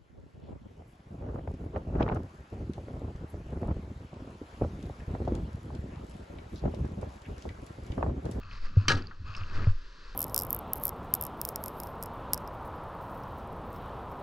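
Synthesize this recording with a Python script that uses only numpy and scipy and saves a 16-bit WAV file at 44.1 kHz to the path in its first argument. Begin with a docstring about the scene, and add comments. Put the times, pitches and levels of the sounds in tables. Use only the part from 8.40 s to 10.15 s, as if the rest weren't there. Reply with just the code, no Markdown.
"""A sled frame gives one sharp, chattering knock as its rider shuffles it on groomed snow.
Quick blows crack and ring the loosely jointed frame, and the seat shudders on. Around the knock,
clothing rustles, straps and buckles tick and crumbs of snow snap, over the faint hiss of the slope.
Heard at close range through the two microphone ports of a camera worn on the body: two soft bumps
and a few fainter ones ring its mount above a low handling rumble."""
import sys
import numpy as np
from scipy import signal
from scipy.fft import rfft, irfft
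from scipy.io import wavfile

SR = 44100
rng = np.random.default_rng(int(sys.argv[2]) if len(sys.argv) > 2 else 0)


def store_wav(level_fs):
    """Save 16-bit WAV to argv[1]."""
    pcm = np.round(np.clip(np.atleast_2d(level_fs), -1, 1) * 32767)
    wavfile.write(sys.argv[1], SR, pcm.T.astype(np.int16))


N = 77175
T = np.arange(N) / SR
BIN_HZ = np.fft.rfftfreq(2 * N, 1 / SR) + 1  # double-length spectrum, 1 Hz up to avoid log(0)

# how hard clothing and snow are rubbed: time_s, level_db
RUBBING = [(0, -53.5), (.09, -54.5), (.15, -50.5), (.205, -59.5), (.26, -50), (.32, -59.5), (.41, -50),
           (.47, -54.5), (.69, -59), (.75, -63.5), (.835, -67.5), (.865, -50.5), (.99, -46.5), (1.07, -54),
           (1.16, -49), (1.22, -49.5), (1.29, -50), (1.35, -64.5), (1.52, -67.5), (1.66, -58),
           (1.75, -61.5)]


def undb(db):
    """Decibels to gain."""
    return 10 ** (np.asarray(db) / 20)


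def unit(x):
    """Scale to rms 1."""
    return x / np.sqrt(np.mean(x ** 2))


def over_hz(table, column=1):
    """A column of a frequency table, interpolated to every bin."""
    rows = np.array(table, float)
    return np.interp(np.log(BIN_HZ), np.log(rows[:, 0]), rows[:, column])


def over_time(table, column=1):
    """A dB column of a time table as a gain per sample."""
    rows = np.array(table, float)
    return undb(np.interp(T, rows[:, 0], rows[:, column]))


def noise(gain):
    """Noise of rms 1, shaped by a gain per bin."""
    phases = np.exp(2j * np.pi * rng.random(N + 1))
    return unit(irfft(gain * phases)[:N])


def coloured(table):
    """Noise of rms 1, shaped by rows of freq_hz, density_db."""
    return noise(undb(over_hz(table)))


def band(hz, width_hz):
    """Noise in a steep-sided resonance."""
    offset = (BIN_HZ / hz - hz / BIN_HZ) * hz / width_hz
    return noise(1 / (1 + offset ** 2 / 2) ** 2)


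def steadied(x):
    """Flatten the chance swells and fades of a rumble, keeping it low-pitched."""
    flat = x / np.sqrt(np.abs(signal.hilbert(x)) ** 2 + .3)
    return unit(signal.sosfilt(signal.butter(4, 380, fs=SR, output="sos"), flat))


def wander(rate_hz):
    """Random drift of rms 1."""
    return unit(np.interp(T * rate_hz, np.arange(4096), rng.standard_normal(4096)))


def waver(hz, spread_hz, rate_hz):
    """A vibration of rms 1 whose pitch wanders."""
    cycles = rng.random() + np.cumsum(hz + spread_hz * wander(rate_hz)) / SR
    return np.sqrt(2) * np.sin(2 * np.pi * cycles)


def strike(start_s, rise_s, t60_s):
    """Envelope: a smooth rise, then exponential decay."""
    age = T - start_s
    attack = np.sin(np.pi / 2 * np.clip(age / rise_s, 0, 1))
    return attack * np.exp(-np.log(1000) * np.maximum(age - rise_s, 0) / t60_s)


def swells(table):
    """Envelope: a bell-shaped swell for each row of peak_s, half_width_s, level_db."""
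    return sum(undb(db) * np.exp(-((T - at) / width) ** 2) for at, width, db in table)


def slope_hiss():
    """The slope hisses faintly behind everything."""
    # colour of the hiss: freq_hz, density_db
    colour = [(200, -2.5), (420, 1), (580, -2), (700, -32.5), (840, -14.5), (980, 1.5), (1200, -2.5),
              (1600, 5), (2200, -8), (2700, -6), (3400, -7), (4500, -3.5), (5400, -10), (6500, -16),
              (8000, -27), (14000, -63)]
    # its slow rise and fall: time_s, level_db
    levels = [(0, -68.5), (.45, -59), (.78, -65.5), (1.1, -56), (1.4, -59), (1.75, -55.5)]
    return over_time(levels) * coloured(colour)


def handling_rumble():
    """The rider's movement sways the camera, shifts it in surges and keeps its mount trembling."""
    # the jacket shifts the camera: peak_s, half_width_s, level_db, pitch_hz
    shifts = [(0.14, 0.026, -39.5, 34), (0.689, 0.013, -52, 90), (0.846, 0.012, -37, 76),
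              (1.49, 0.047, -46.5, 31), (1.703, 0.072, -49, 31)]
    # strength of the rumble: time_s, sway_db, buzz_db
    levels = [(0, -40, -52.5), (.12, -52.5, -48.5), (.25, -26, -60), (.33, -41.5, -48.5), (.42, -43, -45),
              (.47, -43, -34.5), (.57, -31, -46.5), (.68, -49.5, -44.5), (.76, -43.5, -62),
              (.83, -43.5, -43.5), (.94, -38, -57.5), (1.03, -34.5, -41), (1.09, -39, -49),
              (1.16, -24.5, -39), (1.24, -32.5, -32.5), (1.32, -19, -70), (1.42, -42, -69),
              (1.57, -51, -86), (1.75, -43.5, -84)]
    # slow sway of the camera: freq_hz, density_db
    sway_colour = [(6, -2), (14, 6), (25, -1.5), (40, -13.5), (60, -25), (100, -47.5), (250, -69.5),
                   (1000, -84)]
    # buzz of the mount: freq_hz, density_db
    buzz_colour = [(30, -22), (65, -6), (97, 5), (130, -14.5), (200, -13.5), (400, -28.5), (1000, -65)]
    surges = sum(swells([(at, width, db)]) * waver(hz, spread_hz=4.8, rate_hz=10)
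                 for at, width, db, hz in shifts)
    sway = over_time(levels, column=1) * steadied(coloured(sway_colour))
    buzz = over_time(levels, column=2) * steadied(coloured(buzz_colour))
    return surges + sway + buzz


def snow_crunch():
    """Crumbs of packed snow snap under the sled, more loudly the harder it rubs."""
    # resonances of one crumb: pitch_hz, level_db, t60_s
    modes = [(1246, 1, 0.0071), (2587, 0, 0.019), (4074, -8, 0.0055), (4750, -0.5, 0.0028)]
    snaps_per_s, scatter_db, mix_db = 170, 4, -7.5
    snaps = rng.random(N) < snaps_per_s / SR
    strengths = undb(scatter_db * np.clip(rng.standard_normal(N), -2, 2))
    crumb = sum(undb(db) * strike(0, .00073, t60) * np.sin(2 * np.pi * hz * T) for hz, db, t60 in modes)
    crunch = unit(signal.fftconvolve(snaps * strengths, crumb)[:N])
    return undb(mix_db) * over_time(RUBBING) * crunch


def rustle():
    """Grainy friction of clothing and snow, with dull sleeve drags and bright jacket swishes."""
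    # colour of the friction: freq_hz, density_db
    friction_colour = [(150, 2), (380, -9.5), (560, -9), (770, -15.5), (1180, 4.5), (1650, -3.5),
                       (2130, -17), (2600, -12), (3200, -13), (3750, -21), (4400, -11), (5300, -29.5),
                       (6000, -29.5), (6700, -24), (8000, -43.5), (10000, -66.5), (14000, -57.5)]
    # a sleeve drags close to the microphone: peak_s, half_width_s, level_db
    drags = [(.255, 0.036, -58), (1.2, 0.083, -44.5)]
    # colour of a drag: freq_hz, density_db
    drag_colour = [(100, -32.5), (350, 9.5), (700, -0.5), (1500, 8.5), (2500, -7), (6000, -21.5),
                   (12000, -67)]
    # light swishes of jacket fabric: peak_s, half_width_s, level_db
    swishes = [(.15, 0.054, -55), (.25, 0.039, -56.5), (1.155, 0.021, -52)]
    # colour of a swish: freq_hz, density_db
    swish_colour = [(800, -33), (1800, 12), (3000, -1.5), (4800, 6), (6800, -12.5), (9000, -27.5),
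                    (14000, -50)]
    grain_db, flicker_db = 1, .8
    grain = unit(undb(grain_db * wander(rate_hz=509.3) + flicker_db * wander(rate_hz=45.6)))
    friction = over_time(RUBBING) * coloured(friction_colour)
    sleeve = swells(drags) * coloured(drag_colour)
    jacket = swells(swishes) * coloured(swish_colour)
    return grain * (friction + sleeve + jacket)


def gear_ticks():
    """Straps and buckles tick, each in a short, unsteady resonance with a faint wider splash."""
    # ticks and scuffs of the gear: start_s, level_db, pitch_hz, t60_s
    ticks = [(0.112, -42.5, 2620, 0.015), (0.455, -44, 1230, 0.026), (.5565, -39, 4550, .012),
             (0.6225, -46, 4650, 0.011), (0.6703, -42, 4600, 0.013), (0.711, -45.5, 1270, 0.087),
             (0.9495, -38, 2650, 0.02), (.95, -46, 4900, .016), (0.9657, -42.5, 5300, 0.022),
             (0.967, -59, 8160, 0.012), (0.981, -46, 5200, 0.017), (1.0105, -45, 2520, .025),
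             (1.015, -41, 1270, .03), (1.0342, -41, 2640, 0.02), (1.2425, -42.5, 2450, 0.024)]
    out = 0
    for at, db, hz, t60 in ticks:
        tone = waver(hz, spread_hz=200, rate_hz=2000)
        splash = undb(-12) * band(hz, width_hz=2000)
        out += undb(db) * strike(at, .0008, t60) * (tone + splash)
    return out


def mount_bumps():
    """Each soft push rings the camera mount and scuffs the cloth under it."""
    # pushes on the mount: start_s, level_db, length_s, scuff_db
    bumps = [(0.3696, -3.5, 0.0057, -39.5), (.799, -28.5, 0.0073, -73), (0.891, -29.5, 0.0057, -57),
             (1.008, -25, 0.0079, -66.5), (1.2705, -8, 0.0052, -32.5)]
    # colour of the scuffed cloth: freq_hz, density_db
    scuff_colour = [(100, 14.5), (200, -7.5), (330, 9), (560, 15.5), (800, -28), (1500, -9.5),
                    (2500, -19.5), (12000, -53.5)]
    mount_hz, mount_t60_s, scuff_lead_s = 98.1, .12, .0021
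    mount_ring = np.cos(2 * np.pi * mount_hz * T) * np.exp(-np.log(1000) * T / mount_t60_s)
    out = 0
    for at, db, length, scuff_db in bumps:
        push = np.sin(np.pi * np.clip((T - at) / length, 0, 1))
        thump = signal.fftconvolve(push / push.sum(), mount_ring)[:N]
        scuff = strike(at - scuff_lead_s, rise_s=.00078, t60_s=.028) * coloured(scuff_colour)
        out += undb(db) * thump + undb(scuff_db) * scuff
    return out


def rattle(depth_db=2.8, rate_hz=130):
    """Quick flutter of level from loose joints."""
    return unit(undb(depth_db * wander(rate_hz)))


def ringing(blows, rise_s, t60_s):
    """Envelope of a resonance that sums the energy of all the blows."""
    return np.sqrt(sum((undb(db) * strike(at, rise_s, t60_s)) ** 2 for at, _, db, _, _ in blows))


def frame_knock():
    """Each blow cracks, rings the sled frame's modes and feeds a rattling wash; the seat shudders on."""
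    # blows on the frame: start_s, crack_db, ring_db, crack_t60_s, crack_tilt_db_per_octave
    blows = [(0.4816, 1.5, -10, 0.03, -0.15), (0.4857, -5.5, -18.5, 0.041, -4),
             (0.4927, -7, -6, 0.015, 1.5), (.5000, -18.5, 2.5, 0.04, -9.5), (0.5119, -20, -10, 0.054, 4),
             (.5180, -7.5, -19, 0.025, -1.5), (0.5715, -29.5, -25.5, 0.046, 2.5)]
    # colour of a crack: freq_hz, density_db
    crack_colour = [(150, -8), (380, -11.5), (720, -30.5), (1400, 4), (1950, -10.5), (2300, 1.5),
                    (2600, -3.5), (3000, 3), (3500, -10.5), (4150, -4.5), (4750, -6), (5150, -25),
                    (5700, -5), (6400, -15.5), (7000, -39), (7600, -18), (8300, -30.5), (9700, -31.5),
                    (12000, -44.5), (14500, -52)]
    # strong modes of the frame: pitch_hz, level_db, t60_s
    modes = [(364, -9, .19), (468, -13, .28), (548, -13, .26), (758, -20, .28), (925, -13, .18),
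             (1225, -8.5, .16), (1278, -2, .16), (1322, -4.5, .14), (1451, -1.5, .115), (1485, -6.5, .12),
             (1553, -3.5, .115), (1659, 2.5, .13), (1867, -7.5, .16), (2570, -12, .1), (2880, -8, .08),
             (3072, -9.5, .1), (4091, -11, .08), (4760, -9, .07), (4860, -9, .095)]
    # wash of its many weak modes: centre_hz, level_db, t60_s
    wash = [(407, -48.5, 0.37), (750, -44.5, 0.37), (1413, -41.5, 0.44), (2790, -47, 0.42),
            (4380, -38, 0.2), (7000, -69, .25)]
    # shudder of the seat: pitch_hz, spread_hz, level_db, rise_s, t60_s
    shudder = [(122, 10, -32.5, .02, .15), (92, 7, -29, .08, .17), (180, 45, -39.5, .035, .55),
               (262, 24, -38, .075, .3), (345, 50, -45, .08, .4)]
    crack_mix_db, ring_mix_db, rise_cycles, jitter_rad_per_khz = -15, -27, 2.5, .27
    octaves = np.log2(BIN_HZ / 1000)
    out = 0
    for at, db, _, t60, tilt in blows:
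        crack = noise(undb(over_hz(crack_colour) + tilt * octaves))
        out += undb(crack_mix_db + db) * strike(at, .0017, t60) * crack
    for hz, db, t60 in modes:
        phase = 2 * np.pi * (hz * T + rng.random())
        jitter = jitter_rad_per_khz * hz / 1000 * wander(rate_hz=170)
        envelope = ringing(blows, rise_cycles / hz, t60) * rattle()
        out += undb(ring_mix_db + db) * envelope * np.sin(phase + jitter)
    flutter = rattle()  # the whole wash rattles together
    for hz, db, t60 in wash:
        out += undb(db) * flutter * ringing(blows, .003, t60) * band(hz, width_hz=.64 * hz)
    first_blow_s = blows[0][0]
    for hz, spread, db, rise, t60 in shudder:
        out += undb(db) * strike(first_blow_s, rise, t60) * rattle() * waver(hz, spread, rate_hz=hz / 3)
    return out


def sources():
    """Spectrum of everything around the rider, with fresh randomness on each call."""
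    mix = (frame_knock() + gear_ticks() + mount_bumps() + rustle()
           + snow_crunch() + slope_hiss() + handling_rumble())
    return rfft(mix, 2 * N)


def scene():
    """The sound reaches two microphone ports at unequal level and phase, along with a diffuse share."""
    # the pair of ports: freq_hz, left_minus_right_db, left_lead_rad
    ports = [(100, .3, 0), (330, 1, .05), (520, 4, .25), (720, 7.5, -.9), (1300, 3, -.7), (1800, 2, -.75),
             (2350, 5, -1), (2850, 0, -.8), (3550, 4.5, -1.25), (3950, 1, .3), (4600, -7, -.2),
             (5600, -3.5, .05), (6700, -2, 0), (7600, 5.5, .45), (8800, 1, 0), (10000, 4.5, .2)]
    # diffuse share against the direct sound: freq_hz, level_db
    diffuse_share = [(100, -40), (300, -14.5), (700, -4), (1400, -47.5), (3700, -8), (5500, -31.5),
                     (9000, -3.5)]
    sides = np.array([[1], [-1]])  # left, right
    port_gain = undb(sides * over_hz(ports, column=1) / 2)
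    port_phase = np.exp(.5j * sides * over_hz(ports, column=2))
    direct = sources()
    diffuse = undb(over_hz(diffuse_share)) * sources()
    return irfft(port_gain * port_phase * (direct + sides * diffuse))[:, :N]


def record(dry):
    """The camera cuts the treble steeply above 14.5 kHz."""
    return signal.sosfilt(signal.ellip(8, .2, 70, 14500, fs=SR, output="sos"), dry)


dry = scene()
out = record(dry)
store_wav(out)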